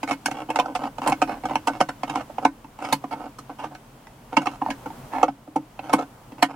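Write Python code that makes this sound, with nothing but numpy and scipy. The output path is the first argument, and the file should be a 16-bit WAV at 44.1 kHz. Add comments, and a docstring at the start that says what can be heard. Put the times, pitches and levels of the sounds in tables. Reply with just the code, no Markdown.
"""A hand works bolts and small hardware at the bottom of an open plastic storage bin in a parked car.
A faint cabin rumble and hiss are there from the start. At once the knocks begin: each chatters for a
few ms and rings the bin's walls and air space. Between knocks, the parts rub on the plastic.
After 3 s the knocks thin out; they pick up again at 4.4 s, and the loudest lands at 5.2 s.
A close stereo microphone hears it all, and its gain ducks after the loudest knocks."""
import sys
import numpy as np
from scipy import signal
from scipy.fft import rfft, irfft, next_fast_len
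from scipy.io import wavfile
from scipy.ndimage import uniform_filter1d, minimum_filter1d

SR = 44100
rng = np.random.default_rng(int(sys.argv[2]) if len(sys.argv) > 2 else 0)


def unload_wav(signal):
    """Save mono or channel-first audio to the path in sys.argv[1] as 16-bit WAV at rate SR, clipped to [-1, 1]."""
    wavfile.write(
        sys.argv[1],
        SR,
        np.round(np.clip(np.atleast_2d(signal).T, -1, 1) * 32767).astype(np.int16),
    )


N = 289207
RING = 12288  # samples set aside for one touch to ring out
LEAD_S = .012  # a part slides this long before it lands


def undb(db):
    """Turn decibels into a factor to multiply by."""
    return 10 ** (np.asarray(db) / 20)


def unit(x):
    """Scale a sound so that its average level (rms) is 1."""
    return x / np.sqrt(np.mean(x ** 2))


def tint(x, points):
    """A tone control that follows (f/Hz, level/dB) points and never rings ahead of the sound."""
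    n = next_fast_len(x.shape[-1] // 2 + 1024) * 2
    hz, db = np.transpose(points)
    gain = undb(np.interp(np.log(np.arange(n // 2 + 1) * SR / n + 1), np.log(hz), db))
    cepstrum = irfft(np.log(gain))
    cepstrum[1:n // 2] *= 2  # move all ringing to after its cause
    cepstrum[n // 2 + 1:] = 0
    return irfft(rfft(x, n) * np.exp(rfft(cepstrum)))[..., :x.shape[-1]]


def stereo_noise(size, apart_hz):
    """White noise, alike left and right in the bass and unrelated well above apart_hz."""
    mid, side = rfft(rng.standard_normal((2, size)))
    hz = np.arange(len(mid)) * SR / size
    share = hz ** 2 / (hz ** 2 + apart_hz ** 2) / 2
    return irfft(mid * np.sqrt(1 - share) + side * np.sqrt(share) * np.array([[1], [-1]]), size)


def steady_noise(tone, apart_hz):
    """Stereo noise with the given tone, as long as the scene, at level 1."""
    noise = stereo_noise(2 * next_fast_len(N // 2 + 1), apart_hz)
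    return unit(tint(noise[:, :N], tone))


def wander(turns_per_s):
    """A smooth random curve that strays about 1 either side of zero."""
    step = int(SR / turns_per_s)
    stairs = np.repeat(rng.standard_normal(N // step + 1), step)
    return unit(uniform_filter1d(stairs, step)[:N])


# The tone of the rumble: f/Hz, relative level/dB
RUMBLE_TONE = [(20, -25), (41, -3.5), (55, -16), (80, -17), (125, -6.5), (170, -14.5), (235, -9.5),
               (350, -18), (900, -16), (1500, -24.5), (3000, -38.5)]
# The notes at which the cabin's air drones: f/Hz, level before the swells/dB
DRONE_NOTES = [(39, -77.5), (134.6, -59), (231.5, -65)]
def cabin_rumble():
    """A low rumble, plus a few wavering notes at which the air in the car resonates."""
    t = np.arange(N) / SR
    rumble = steady_noise(RUMBLE_TONE, apart_hz=1100) * undb(-46.5 + wander(2.52))
    for hz, db in DRONE_NOTES:
        angle = 2 * np.pi * hz * t
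        rumble += undb(db) * (wander(11) * np.sin(angle) + wander(5.2) * np.cos(angle))
    return rumble


# The tone of the hiss: f/Hz, relative level/dB
HISS_TONE = [(300, 6.5), (1200, -26), (2000, 6.5), (3100, 7.5), (3800, 1.5), (6000, -1), (10000, -4),
             (15500, -21.5)]
# How the hiss swells and fades: t/s, level/dB
HISS_SWELLS = [(0, -58), (.95, -61), (1.1, -57), (1.7, -57.5), (1.95, -59), (3.2, -60), (4.2, -61.5),
               (4.6, -58), (5.2, -56.5), (5.4, -57), (6.56, -63)]
def cabin_background():
    """A thin hiss and the rumble swell and fade together."""
    hiss_db = np.interp(np.arange(N) / SR, *np.transpose(HISS_SWELLS))
    rumble = cabin_rumble() * undb(hiss_db - hiss_db.mean())
    hiss = steady_noise(HISS_TONE, apart_hz=2330) * undb(hiss_db)
    return rumble + hiss


def contact(chatter_s, tap=0.77, bounce=0.78, bounces=12, soft_s=0.0042, slide_db=-18, slide_s=0.0022):
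    """A brief slide, a tap and a few uneven bounces; a part that chatters for long lands softly."""
    force = np.zeros(RING)
    lead = int(LEAD_S * SR)
    force[lead] = tap / (1 + (chatter_s / soft_s) ** 2)
    when = (np.arange(bounces) + rng.random(bounces)) / bounces  # 0 to 1 through the bouncing
    kicks = bounce * rng.standard_normal(bounces) * (1 - when)
    np.add.at(force, lead + (2 * chatter_s * SR * when).astype(int), kicks)
    strength = np.linalg.norm(force)
    slide = rng.standard_normal(lead) * np.exp((np.arange(lead) - lead) / (slide_s * SR))
    force[:lead] = slide * undb(slide_db) * strength / np.linalg.norm(slide)
    # notes below 550 Hz feel the whole landing as one push
    push = strength * signal.unit_impulse(RING, lead + int(chatter_s * SR / 2))
    low, high = (signal.butter(2, 550, kind, fs=SR, output="sos") for kind in ("low", "high"))
    return signal.sosfilt(low, push) + signal.sosfilt(high, force)


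# The tone of the many wall vibrations and echoes in the bin: f/Hz, relative level/dB
WALL_TONE = [(100, -45), (400, -16), (800, -15.5), (1300, -10), (1900, -22), (2800, -18), (3700, -26),
             (5500, -24), (8000, -26.5), (11000, -30), (15500, -43.5)]
def wall_echoes(burst_s=0.0089, tail_s=0.085, tail_db=-11, rise_s=0.00049):
    """Crowded echoes: a quick burst from the bin, then a short tail from the muffled cabin."""
    t = np.arange(RING) / SR
    fade = undb(-60 * t / burst_s) + undb(tail_db - 60 * t / tail_s)
    shape = fade * (1 - np.exp(-t / rise_s))
    return tint(stereo_noise(RING, apart_hz=2040) * shape / np.linalg.norm(shape), WALL_TONE)


# The notes the bin rings with: f/Hz, relative level/dB, time to fade 60 dB before ring_scale/s
BIN_NOTES = [(145.5, -7.5, 0.26), (197.4, -11, 0.14), (241.5, -8.5, 0.058), (277.6, 4.5, 0.19),
             (309, 1, 0.2), (501, -3, 0.07), (550, -7, 0.11), (616, -15, 0.048), (726.3, 2, 0.071),
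             (805, 0.5, 0.042), (887.7, 1.5, 0.059), (999.4, -3.5, 0.096), (1143, -20, 0.1),
             (1292, -11, 0.067), (1361, -15.5, 0.021), (1510.6, -7.5, 0.13), (1846, -17, 0.14),
             (2191, -8.5, 0.077), (2620, -19.5, 0.13), (2660, -19, 0.051), (3044, -19.5, 0.042),
             (4187, -20.5, 0.053), (4950, -26, 0.046), (5540, -31, 0.036), (5865, -24.5, 0.033)]
def bin_ring(phases, scatter_db=2.5, build_cycles=0.46, ring_scale=0.89):
    """The bin's answer to one tap; where the tap lands changes how strong each note is."""
    t = np.arange(RING) / SR
    hz, db, fade_s = np.transpose(BIN_NOTES)
    decays = np.log(1000) / (fade_s * ring_scale)
    sizes = 2 * decays / SR * undb(db + scatter_db * rng.standard_normal(len(hz)))
    ring = np.zeros((2, RING))
    for note_hz, decay, size, phase in zip(hz, decays, sizes, phases):
        age = t[:int(np.log(1000) / decay * SR)]
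        build = 1 - np.exp(-age * note_hz / build_cycles)  # a note takes a moment to fill the bin
        wave = np.sin(2 * np.pi * note_hz * age + phase[:, None])
        ring[:, :len(age)] += size * build * np.exp(-decay * age) * wave
    return ring


def part_ring(low_hz=1000, high_hz=9000, fade_s=0.039, peak_db=-10, fall_db_per_octave=2.5, notes=6):
    """The touched part, muted by the fingers, adds a few short notes that change with every grip."""
    t = np.arange(RING // 4) / SR
    octaves = np.log2(high_hz / low_hz) * rng.random((notes, 1, 1))
    phases = rng.uniform(0, 2 * np.pi, (notes, 1, 1))
    apart = np.minimum(octaves, 2) * rng.normal(0, 0.39, (notes, 2, 1))  # left and right out of step
    decay = np.log(1000) / fade_s
    sizes = 2 * decay / SR * undb(peak_db - fall_db_per_octave * octaves)
    waves = np.sin(2 * np.pi * low_hz * 2 ** octaves * t + phases + apart)
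    ring = np.sum(sizes * waves, axis=0) * np.exp(-decay * t)
    return np.pad(ring, ((0, 0), (0, RING - len(t))))


def struck_bin(walls, phases, own_share=0.78):
    """Bin and part ring together; each spot in the bin has partly its own echoes."""
    echoes = np.sqrt(1 - own_share) * walls + np.sqrt(own_share) * wall_echoes()
    return echoes + bin_ring(phases) + part_ring()


# The pitch ranges of a touch's thump, knock, clack, tick and sizzle: lowest f/Hz, highest f/Hz
TOUCH_BANDS = [(110, 400), (400, 1200), (1200, 4000), (4000, 8500), (8500, 16000)]
def touch_levels(level_db, slope_db, thump_db, treble_db):
    """A level for each range: a softer touch has less treble, and weight behind it adds thump."""
    centres = np.sqrt(np.prod(TOUCH_BANDS, axis=1))
    octaves = np.maximum(np.log2(centres / centres[1]), 0)
    return level_db + slope_db * octaves + np.array([thump_db, 0, *treble_db])


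def colour(x, levels_db, seconds, part_hz=1000, part_db=0, part_octaves=0.17, bass_hz=135):
    """Bring each range to its level, as if the sound lasted `seconds`; the part can lift one note."""
    hz = np.arange(x.shape[1] // 2 + 1) * SR / x.shape[1] + 1
    power = np.mean(np.abs(rfft(x)) ** 2, axis=0) * 2 / (x.shape[1] * seconds * SR)
    log_centres = np.log(np.prod(TOUCH_BANDS, axis=1)) / 2
    db = part_db / (1 + (np.log2(hz / part_hz) / part_octaves) ** 2)
    db -= 10 * np.log10(1 + (bass_hz / (hz + 10)) ** 4)  # small panels give off little bass
    for _ in range(3):  # each pass gets closer to the wanted levels
        shaped = power * undb(2 * db)
        now_db = 10 * np.log10([shaped[(hz >= lo) & (hz < hi)].sum() for lo, hi in TOUCH_BANDS])
        db += np.interp(np.log(hz), log_centres, levels_db - now_db)
    return tint(x, np.column_stack([hz, db]))


# Parts landing in the bin: t/s, relative level/dB, treble slope/dB per octave (near 0 = hard metal
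# tip), extra thump/dB, half the chatter time/s, the part's own note f/Hz
LANDINGS = [(0.0306, -28.5, -5.5, 0, .0046, 730), (0.1084, -24, -5, -2, 0.0072, 2350),
            (0.2585, -27.5, -0.9, -3.5, 0.0033, 1680), (0.2832, -29, -10, -7, 0.0027, 716),
            (0.3096, -32, -4.5, -3, 0.0068, 790), (0.4881, -33.5, -10.5, 1, 0.0042, 2780),
            (.5, -24.5, -9.5, -8.5, 0.0064, 2680), (0.502, -57, 3, -8, 0.0016, 9200),
            (0.5578, -21.5, -6.1, -11.5, 0.0099, 720), (0.5881, -18.5, -8, -10.5, 0.0021, 1020),
            (0.5973, -20.5, -6, -21, .001, 1010), (0.6573, -30, -7.9, -10, 0.0044, 1320),
            (0.7509, -23.5, -6, -17, 0.0068, 720), (0.8367, -35.5, -6, 0.5, 0.0025, 930),
            (.982, -31.5, -7, -7.5, 0.0072, 720), (1.0607, -23, -9.5, -6, 0.0053, 930),
            (1.0718, -23, -6.5, -5, 0.0078, 1000), (1.074, -49.5, 4.5, -6, .003, 9100),
            (1.0964, -42.5, 0, 1, .0026, 796), (1.118, -19, -7.5, -7.5, 0.0068, 760),
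            (1.2173, -16.5, -6.5, -7.5, 0.0085, 2500), (1.436, -31, -10, -3.5, 0.0053, 750),
            (1.4535, -25, -7, -7.5, 0.0033, 700), (1.508, -26.5, -10, -5.5, 0.0057, 704),
            (1.5551, -20.5, -6.5, -9, 0.00091, 940), (1.6721, -21.5, -5, -6.5, 0.0051, 920),
            (1.6814, -23.5, -6.5, -22, .0014, 1410), (1.699, -29, -16, -5, 0.0018, 830),
            (1.8042, -21, -6, -3, 0.0027, 590), (1.8106, -16, -6.5, -17, .0011, 705),
            (1.8876, -30, -5, -6.5, 0.0035, 1470), (2.0327, -26, -7, -6.5, 0.0035, 700),
            (2.0961, -31, -5, -3.5, 0.0039, 990), (2.156, -24, -7, -7, 0.0032, 1020),
            (2.2071, -31.5, -9.5, -14, 0.0042, 760), (2.295, -38.5, -10.5, -8, .009, 604),
            (2.3825, -25.5, -10.5, -14, 0.003, 970), (2.45, -10.5, -8, -6.5, 0.0026, 940),
            (2.642, -41, -8.5, -0.5, 0.0029, 900), (2.8498, -33.5, -5, -18, 0.003, 2300),
            (2.9231, -19, -9, -7.5, 0.0072, 987), (2.9252, -36, 2.5, -10, 0.0046, 4530),
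            (3.0386, -31, -10, -2, 0.0042, 1000), (3.1347, -32.5, -10.5, -3, 0.0011, 930),
            (3.385, -43.5, -2, -3, 0.0056, 1230), (3.7496, -44.5, -3.5, -9, 0.0019, 1470),
            (4.069, -48, -5, -10, 0.0024, 1900), (4.3685, -14, -6, -3.5, 0.0053, 2820),
            (4.457, -29.5, -5, -17, 0.0027, 2780), (4.468, -21.5, -7, -6.5, 0.004, 2900),
            (4.615, -21.5, -13, -6.5, 0.0054, 930), (4.6611, -24.5, -12.5, -12, 0.00091, 905),
            (4.684, -30, -13.5, -1.5, 0.0066, 604), (4.7027, -32, -3.5, 2.5, 0.0045, 1710),
            (4.8574, -32, -9, -2.5, 0.01, 1237), (4.9013, -38, -11.5, -4, 0.0054, 920),
            (5.2295, -5, -8.5, -13, .0028, 985), (5.2797, -17.5, -10.5, -5, 0.0079, 800),
            (5.4755, -38.5, -10.5, 5, 0.0064, 730), (5.5576, -14.5, -14, -3, 0.0057, 803),
            (5.559, -47, 1, -8, 0.0041, 9100), (5.791, -30.5, -8, -10, 0.0027, 2930),
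            (5.895, -29.5, -7.5, -12, 0.0056, 1340), (5.93, -13.5, -7, -1.5, 0.0089, 1130),
            (5.932, -47, 4.5, -4, 0.0047, 8800), (5.9878, -23.5, -8, -7.5, 0.0054, 1360),
            (6.319, -48, -5.5, 7.5, 0.0032, 610), (6.425, -11.5, -4.5, -6.5, 0.0042, 670)]
def knocks(walls, phases, metal_above_hz=1200):
    """Every landing rings the bin; the harder the touch, the brighter it sounds."""
    plastic_db = (1, 0.79, -2.2)  # extra clack, tick and sizzle
    metal_db = (3.2, 0, -5)  # a bolt spends the blow on its own note
    out = np.zeros((2, N + RING))
    for start, level_db, slope_db, thump_db, chatter_s, part_hz in LANDINGS:
        hit = irfft(rfft(struck_bin(walls, phases)) * rfft(contact(chatter_s)))
        treble_db = metal_db if part_hz > metal_above_hz else plastic_db
        levels_db = touch_levels(level_db, slope_db, thump_db, treble_db)
        i = max(int((start - LEAD_S) * SR), 0)
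        out[:, i:i + RING] += colour(hit, levels_db, seconds=.02, part_hz=part_hz, part_db=10)
    return out[:, :N]


# Parts rubbing on the plastic: start t/s, end t/s, relative level/dB, treble slope/dB per octave
STROKES = [(0.072, 0.096, -26, -5.5), (0.121, 0.131, -31, -3.5), (.335, 0.429, -34, -7),
           (0.531, 0.57, -33, -9), (0.612, 0.722, -34.5, -10), (0.788, 0.879, -29.5, -8),
           (1.013, 1.076, -30, -6.5), (1.063, 1.099, -18, -10.5), (1.27, 1.344, -29, -7.5),
           (1.344, 1.375, -38.5, -9.5), (1.483, 1.554, -33, -7.5), (1.712, 1.78, -38, -6.5),
           (2.067, 2.19, -33.5, -7), (2.142, 2.215, -30.5, -8), (2.413, 2.454, -32.5, -8.5),
           (2.787, 2.84, -35.5, -7.1), (2.816, 2.933, -32.5, -5.5), (3.106, 3.142, -30, -6.5),
           (3.151, 3.273, -37, -8), (3.492, 3.522, -35, -9.5), (3.582, 3.64, -36, -6.5),
           (3.63, 3.666, -30, -7.5), (3.708, 3.733, -41, -11), (4.32, 4.338, -28, -9),
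           (4.404, 4.437, -32.5, -5.5), (4.475, 4.557, -41.5, -4.5), (4.64, 4.723, -42.5, -5.5),
           (5.117, 5.215, -26.5, -9), (5.823, 5.894, -39, -6.5), (5.89, 6.034, -32.5, -7),
           (6.375, 6.412, -43, -6.5), (6.484, 6.573, -35, -7)]
def rubbing(walls, phases, slips_per_s=750, spread_db=4.5, gain_db=-2, press_s=0.0027, release_s=0.025):
    """A dragged part sticks and slips in tiny, uneven jerks that ring the same bin."""
    out = np.zeros((2, N + RING))
    t = np.arange(RING) / SR
    average_db = np.mean(STROKES, axis=0)[2]
    for start, end, level_db, slope_db in STROKES:
        length = end - start
        pressure = np.clip(np.minimum(t / press_s, (length - t) / release_s + .5), 0, 1)
        sizes = undb(spread_db * np.minimum(rng.exponential(size=RING), 4)) * rng.choice([-1, 1], RING)
        slips = (rng.random(RING) < slips_per_s / SR) * sizes * pressure
        stroke = irfft(rfft(struck_bin(walls, phases)) * rfft(slips))
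        thump_db = -4.5 - 0.34 * (level_db - average_db)  # louder strokes have a smaller share of thump
        levels_db = touch_levels(level_db, slope_db, thump_db, treble_db=(1.7, -0.81, -1.4))
        i = int(start * SR)
        out[:, i:i + RING] += colour(stroke, levels_db, seconds=length)
    return undb(gain_db) * out[:, :N]


def gain_control(x, limit_db=-12, ratio=4.86, window_s=.018, hold_s=0.23, recover_db_per_s=14):
    """A loud knock turns the volume down at once; it stays down for a moment, then creeps back."""
    power = uniform_filter1d(np.mean(x ** 2, axis=0), int(window_s * SR))
    over_db = 10 * np.log10(np.maximum(power, 1e-12)) - limit_db
    cut_db = -np.maximum(over_db, 0) * (1 - 1 / ratio)
    half = int(hold_s * SR / 2)
    held_db = minimum_filter1d(cut_db, 2 * half + 1, origin=half, mode="nearest")
    rise_db = recover_db_per_s * np.arange(N) / SR
    return x * undb(np.minimum.accumulate(held_db - rise_db) + rise_db)


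def scene(apart_hz=2200, apart_rad=0.56):
    """Over the cabin's background, knocks and rubbing share one bin a little to the right."""
    hz = np.array(BIN_NOTES)[:, :1]
    # high notes reach the microphone's two sides out of step
    sides = rng.choice([-1, 1], hz.shape) * np.array([-1, 1])
    phases = rng.uniform(0, 2 * np.pi, hz.shape) + sides * apart_rad * np.minimum(hz / apart_hz, 1)
    walls = wall_echoes()
    left, right = knocks(walls, phases) + rubbing(walls, phases)
    left = tint(left, [(250, 0.8), (800, -0.43), (1400, 1.7), (2600, 0.5), (6000, -0.8), (13000, 3.0)])
    right = tint(right, [(250, 0.13), (800, 1.73), (1400, 3.35), (2600, 5.2), (6000, 2.6), (13000, 0.6)])
    return np.array([left, right]) + cabin_background()


def record(dry, top_hz=16000):
    """The recorder ducks after loud knocks, flattens peaks at full scale and cuts the highest treble."""
    limited = np.clip(gain_control(dry), -1, 1)
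    return signal.sosfilt(signal.ellip(8, .2, 70, top_hz, fs=SR, output="sos"), limited)


dry = scene()
out = record(dry)
unload_wav(out)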